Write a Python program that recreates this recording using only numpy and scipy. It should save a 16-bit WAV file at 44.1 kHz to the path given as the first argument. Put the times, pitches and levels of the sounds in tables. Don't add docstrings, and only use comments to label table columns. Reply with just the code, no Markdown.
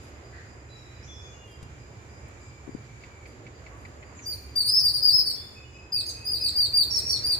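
import sys
import numpy as np
from scipy import signal
from scipy.fft import rfft, irfft
from scipy.io import wavfile
from scipy.ndimage import uniform_filter1d

SR = 44100
rng = np.random.default_rng(int(sys.argv[2]) if len(sys.argv) > 2 else 0)


def dump_mix(stems):
    frames = np.atleast_2d(stems).T
    limited = np.clip(frames, -1, 1)
    pcm = np.round(limited * 32767).astype(np.int16)
    wavfile.write(sys.argv[1], SR, pcm)


N = 325899
T = np.arange(N) / SR


def undb(db):
    return 10 ** (np.asarray(db) / 20)


def unit(x):
    return x / np.sqrt(np.mean(x ** 2))


def pan(x, db):
    return x * undb(np.array([[db], [-db]]) / 2)


def add(out, s, x):
    i = int(s * SR)
    out[..., i:i + x.shape[-1]] += x[..., :max(N - i, 0)]


def walk(rate, size=N):
    k = max(int(SR / rate), 1)
    held = np.repeat(np.random.default_rng(rng.integers(2 ** 31)).standard_normal(size // k + 3), k)
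    return 1.56 * uniform_filter1d(uniform_filter1d(held, k), k)[k:k + size]


def band(hz, width_hz, size=N):
    f = np.fft.rfftfreq(size, 1 / SR)
    return unit(irfft(rfft(rng.standard_normal((2, size))) / (1 + ((f - hz) / width_hz) ** 2), size))


def on_log(f, points):
    hz, value = np.transpose(points)
    return np.interp(np.log(f + 1), np.log(hz), value)


def puff(rise_s):
    t = T[:SR // 2] / rise_s
    return (t * np.exp(1 - t)) ** 2


def series(start_s, end_s, gap_s, growth_s):
    times, gap = [start_s], gap_s
    while times[-1] + gap < end_s:
        times.append(times[-1] + gap)
        gap = max(gap + growth_s, gap_s / 2)
    return times


def ports(x, lag_samples=1):
    return np.array([x[0], np.roll(x[1], lag_samples)])


def yard(x, near_db, far_db, near_t60, far_t60, count=40, treble_hz=7000, treble_t60=0.62):
    t = T[:SR]
    noise = rng.standard_normal((2, SR))
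    body = signal.sosfiltfilt(signal.butter(3, treble_hz, fs=SR, output="sos"), noise)
    tail = body * undb(-60 * t / far_t60) + (noise - body) * undb(-60 * t / treble_t60)
    tail *= 1 - np.exp(-t / 0.017)
    trunks = np.zeros((2, SR))
    for side in trunks:
        lag = .002 + .06 * (np.arange(count) + rng.random(count)) / count
        side[(lag * SR).astype(int)] = rng.choice([-1, 1], count) * undb(-60 * lag / near_t60)
    response = (undb(near_db) * unit(trunks) + undb(far_db) * unit(tail)) / np.sqrt(SR)
    return signal.fftconvolve(x, response, axes=1)[:, :N]


def wind(gain_db=8, rumble_hz=70, rumble_db=-54, flicker_db=1.27):
    # (frequency [Hz], relative level [dB])
    colour = [(25, -32.5), (58, -3), (120, 1.5), (165, -14.5), (363, -11), (700, -18.5), (1520, -21),
              (2300, -23), (3300, -33), (5730, -35.5), (7110, -28.5), (8140, -46), (11000, -48),
              (15000, -58)]
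    # (time [s], relative level [dB])
    breeze = [(0, -53), (.6, -54.5), (4.95, -54), (5.8, -56.5), (6.8, -52.5), (7.39, -50)]
    # (frequency [Hz], left-right correlation [-1..1])
    likeness = [(60, 0.96), (170, 0.98), (350, 0.8), (700, 0.42), (1400, -0.34), (3000, 0.025),
                (8000, -0.12)]
    f = np.fft.rfftfreq(N, 1 / SR)
    alike = np.clip(on_log(f, likeness), -1, 1)
    noise = rfft(rng.standard_normal((2, N))) * undb(on_log(f, colour))
    mid, side = noise * np.sqrt([1 + alike, 1 - alike])
    spectrum = np.array([mid + side, mid - side])
    octave = np.log2(np.maximum(f / 32, 1))
    layers = (irfft(spectrum * np.maximum(1 - abs(octave - k), 0), N) for k in range(10))
    bed = unit(sum(layer * undb(flicker_db * walk(10)) for layer in layers))
    breeze_db = np.interp(T, *np.transpose(breeze))
    rumble = undb(rumble_db) * band(rumble_hz, width_hz=4.6)[0]
    return pan(bed * undb(breeze_db + gain_db) + rumble, -2.54)


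def cicadas():
    return undb(-66) * band(hz=7100, width_hz=170)


def insect_whine(width_hz=150, sag_hz_per_s=60, swell_db_per_s=3.5, release_s=0.15):
    # (start [s], stop [s], first pitch [Hz], level at the stop [dB])
    whines = [(0, 3.22, 2480, -60), (4.3, 4.8, 2400, -63)]
    out = np.zeros((2, N))
    for start, stop, hz, db in whines:
        length = stop - start
        t = T[:int((length + release_s) * SR)]
        phase = 2 * np.pi * np.cumsum(hz - sag_hz_per_s * t) / SR
        whine = np.array([sum(walk(width_hz, len(t)) * wave(phase) for wave in (np.sin, np.cos))
                          for _ in range(2)])
        swell = undb(db + swell_db_per_s * (t - length))
        release = np.clip(1 - (t - length) / release_s, 0, 1)
        add(out, start, unit(whine * undb(1.2 * walk(15, len(t)))) * swell * release)
    return out


def leaves(centre_hz=9500, width_hz=3000, grain_db=3):
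    # (time [s], level [dB], rise [s])
    rustles = [(0, -67, 0.044), (1.431, -71, .07), (2.28, -66, 0.0053), (3.25, -70, 0.038),
               (3.731, -72, .09)]
    out = np.zeros((2, N))
    for s, db, rise_s in rustles:
        hiss = band(centre_hz, width_hz, SR // 2)
        add(out, s, hiss * undb(db + grain_db * walk(500, SR // 2)) * puff(rise_s))
    return out


def birds(note_s=0.11, note_flutter=.012, whistle_flutter=0.0047, twitter_flutter=0.024):
    # (start [s], length [s], first pitch [Hz], last pitch [Hz], relative level [dB])
    whistles = [(.69, 0.207, 3990, 3845, -57), (1.075, 0.165, 3440, 3467, -51),
                (1.33, 0.267, 2856, 2780, -59.5), (1.47, .12, 3250, 3150, -62.5), (3.6, 0.7, 628, 593, -66),
                (3.7, 0.13, 1116, 1150, -56.5), (5.358, 0.13, 3450, 3580, -52),
                (5.64, 0.072, 2916, 2890, -58)]
    twitters = [(.76, 0.076, 5200, 5700, -62), (1.025, 0.042, 4940, 7540, -53),
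                (1.058, 0.12, 6300, 5320, -56), (1.13, 0.093, 5200, 5600, -58),
                (1.22, 0.16, 6400, 6640, -58.5), (2.4, .1, 7030, 7400, -59.5),
                (4.15, .13, 7050, 6440, -52.5), (4.22, .05, 6370, 5400, -48)]
    # (start [s], end [s], first gap [s], gap growth per note [s], pitch [Hz], relative level [dB])
    piping = [(0, 2.55, .215, .013, 4910, -62), (2.69, 4.2, .282, -.006, 4800, -65.5),
              (5.48, 5.85, .24, 0, 5020, -60), (.73, 1.35, .23, 0, 2470, -64),
              (5.55, 6.55, .18, .02, 2535, -52), (6.72, 7.39, .28, 0, 2475, -55)]
    notes = [(s, note_s, hz, hz, db) for *timing, hz, db in piping for s in series(*timing)]
    out = np.zeros((2, N))
    for song, flutter in (whistles, whistle_flutter), (twitters, twitter_flutter), (notes, note_flutter):
        for s, length, first, last, db in song:
            u = np.linspace(0, 1, int(length * SR))
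            hz = (first + (last - first) * u) * (1 + flutter * walk(300, len(u)))
            swell = np.sqrt(2 * np.abs(np.sin(np.pi * u ** 0.52)))
            add(out, s, undb(db) * swell * np.sin(2 * np.pi * np.cumsum(hz) / SR))
    return out


def rasps(calls, hz, width_hz, rise_s, upper_hz=4400, upper_db=-15):
    out = np.zeros((2, N))
    for s, db in calls:
        throat = band(hz, width_hz, SR // 2) + undb(upper_db) * band(upper_hz, 760, SR // 2)
        add(out, s, undb(db) * throat * puff(rise_s))
    return out


def caw(start_s=.301, db=-55):
    return rasps([(start_s, db)], hz=1790, width_hz=280, rise_s=0.078)


def chucks(db=-49.5):
    times = series(start_s=3.034, end_s=4.3, gap_s=.22, growth_s=-0.011)
    return rasps([(s, db) for s in times], hz=2230, width_hz=273, rise_s=0.0039)


def ticks():
    # (time [s], relative level [dB])
    hits = [(4.554, -47.5), (4.791, -33.5), (5.353, -50)]
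    return rasps(hits, hz=5680, width_hz=320, rise_s=.004)


def aimed_away(x, above_hz=7500, lift_db=4):
    treble = signal.sosfiltfilt(signal.butter(2, above_hz, fs=SR, output="sos"), x)
    return x + (undb(lift_db) - 1) * treble


def chips(calls, bouts, beat_depth, beat_hz=1050, fall_s=.026, fall_db=-10, fall_bright_db=5.0):
    # (multiple of the pitch, relative level [dB], left minus right [dB])
    overtones = [(2, -17, -8), (3, -19.5, -5.5)]
    # (frequency [Hz], gain [dB])
    throat = [(3400, -18), (4300, -4.5), (5400, -1.5), (7200, -6.5), (8800, -1.5), (10000, -6.5),
              (11300, -16.5), (12800, -8.5), (14200, -2), (15300, -4), (16200, -23)]
    round_s, attack_s, attack_share = 0.01383, 0.0067, 0.36
    flutter_db, knee_db = 1.23, 1.56
    usual_db, overtone_growth = -20, 0.54
    out, t = np.zeros((2, N)), T[:SR // 5]
    for s, held, crest_s, crest_hz, db in calls:
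        _, sag, depth, bright_db, side_db = [bout for bout in bouts if bout[0] <= s][-1]
        progress = np.clip(t / held, 0, 1)
        fall = np.clip((t - held) / fall_s, 0, 1)
        arch = crest_hz - sag * (np.hypot(np.minimum(t, held) - crest_s, round_s) - round_s)
        roughness = .008 * progress ** 4 + .033 * np.sqrt(fall)
        fray = .0024 * walk(300, len(t)) + roughness * walk(1200, len(t))
        hz = arch * (1 - depth * fall ** 1.308) * (1 + fray)
        phase = 2 * np.pi * np.cumsum(hz) / SR
        beat = beat_depth * progress * np.sin(2 * np.pi * np.cumsum(beat_hz * (1 + 8 * fray)) / SR)
        attack = np.sin(np.pi / 2 * np.clip(t / (attack_s + attack_share * crest_s), 0, 1)) ** 2
        level_db = db + knee_db * progress ** 8 + fall_db * fall + flutter_db * walk(127, len(t))
        envelope = attack * (1 - fall ** 6) * undb(level_db)
        voice = pan(np.sin(phase + beat) * undb(on_log(hz, throat)), side_db)
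        edge_db = (overtone_growth - 1) * (db - usual_db) + fall_bright_db * fall
        for k, over_db, over_side_db in overtones:
            colour_db = on_log(k * hz, throat) + over_db + edge_db + (k - 1) * bright_db
            shimmer_db = 3 * walk(89, len(t))
            voice += pan(np.sin(k * phase + k * k * beat) * undb(colour_db + shimmer_db), over_side_db)
        add(out, s, np.sqrt(2) * envelope * voice)
    return out


def squirrel():
    # (start [s], hold [s], time to crest [s], crest pitch [Hz], relative level [dB])
    alarm = [ (4.248, 0.07, 0.046, 4770, -29.5), (4.554, .05, .003, 4730, -20),
             (4.645, 0.028, 0.0042, 4634, -21.5), (4.668, 0.077, 0.073, 5100, -18),
             (4.743, .047, 0.0304, 5240, -16), (4.792, 0.064, 0, 4974, -25.5),
             (4.828, .053, .015, 4775, -18.5), (4.932, 0.029, .01, 4794, -19.5),
             (5.019, .073, 0.0036, 4928, -15), (5.115, 0.069, .046, 5150, -14.5),
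             (5.255, 0.038, 0.00047, 4607, -24.5), (5.919, 0.076, 0.0019, 4895, -23.5),
             (6.060, 0.023, 0, 4880, -26), (6.238, .12, .05, 4954, -24), (6.402, .046, .012, 4977, -22.5),
             (6.435, 0.036, 0, 4655, -19.5), (6.545, 0.1, 0.036, 4784, -18.5),
             (6.726, 0.09, 0.037, 4771, -17.5), (6.950, .032, 0.0032, 4435, -27.5),
             (7.088, 0.065, 0.021, 4534, -22), (7.226, .102, .052, 4820, -21)]
    # (from [s], arch slope [Hz/s], fall depth [share of pitch],
    # brightness per overtone [dB], left minus right [dB])
    alarm_bouts = [(4.0, 3980, .125, 1.4, 2.2), (5.7, 6460, .25, -1.16, 0.5)]
    shrill = [(6.058, 0.034, 0.011, 6460, -34.5), (6.899, 0.068, 0.026, 5556, -22),
              (7.050, 0.068, 0.029, 5584, -23)]
    shrill_bouts = [(5.7, 2040, 0.031, -18, 0.72), (6.7, 3040, 0.086, 2.5, 1.3)]
    return chips(alarm, alarm_bouts, beat_depth=0) + chips(shrill, shrill_bouts, beat_depth=0.21)


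def scene():
    alarm = undb(-5.5) * squirrel()
    hoarse = caw() + chucks() + ticks()
    song = birds()
    voices = ports(alarm) + yard(aimed_away(alarm), near_db=0, far_db=-5, near_t60=.17, far_t60=.62)
    voices += undb(1) * ports(hoarse) + yard(hoarse, near_db=4, far_db=-11, near_t60=.052, far_t60=.17)
    far_birds = undb(-7.5) * song + yard(song, near_db=-2, far_db=-3, near_t60=.12, far_t60=1.0)
    return voices + far_birds + bumps() + leaves() + cicadas() + insect_whine() + wind()


def record(dry, top_hz=15450):
    return signal.sosfilt(signal.ellip(10, .2, 80, top_hz, fs=SR, output="sos"), dry)


def bumps(ring_s=0.003, click_s=0.006):
    # (time [s], relative level [dB], pitch [Hz], left minus right [dB], click over thud [dB])
    knocks = [(1.628, -29, 115, 7, -9), (2.677, -33.5, 296, 20, -36), (2.692, -33, 286, 23, -37),
              (2.749, -27.5, 250, 22, -36)]
    out, t = np.zeros((2, N)), T[:SR // 10]
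    for s, db, hz, side_db, click_db in knocks:
        thud = -np.sin(2 * np.pi * hz * t) * t / ring_s * np.exp(2 - 2 * t / ring_s)
        click = undb(click_db) * rng.standard_normal(len(t)) * np.exp(-t / click_s)
        add(out, s, pan(undb(db) * (thud + uniform_filter1d(click, size=3)), side_db) / 2)
    return out


dry = scene()
out = record(dry)
dump_mix(out)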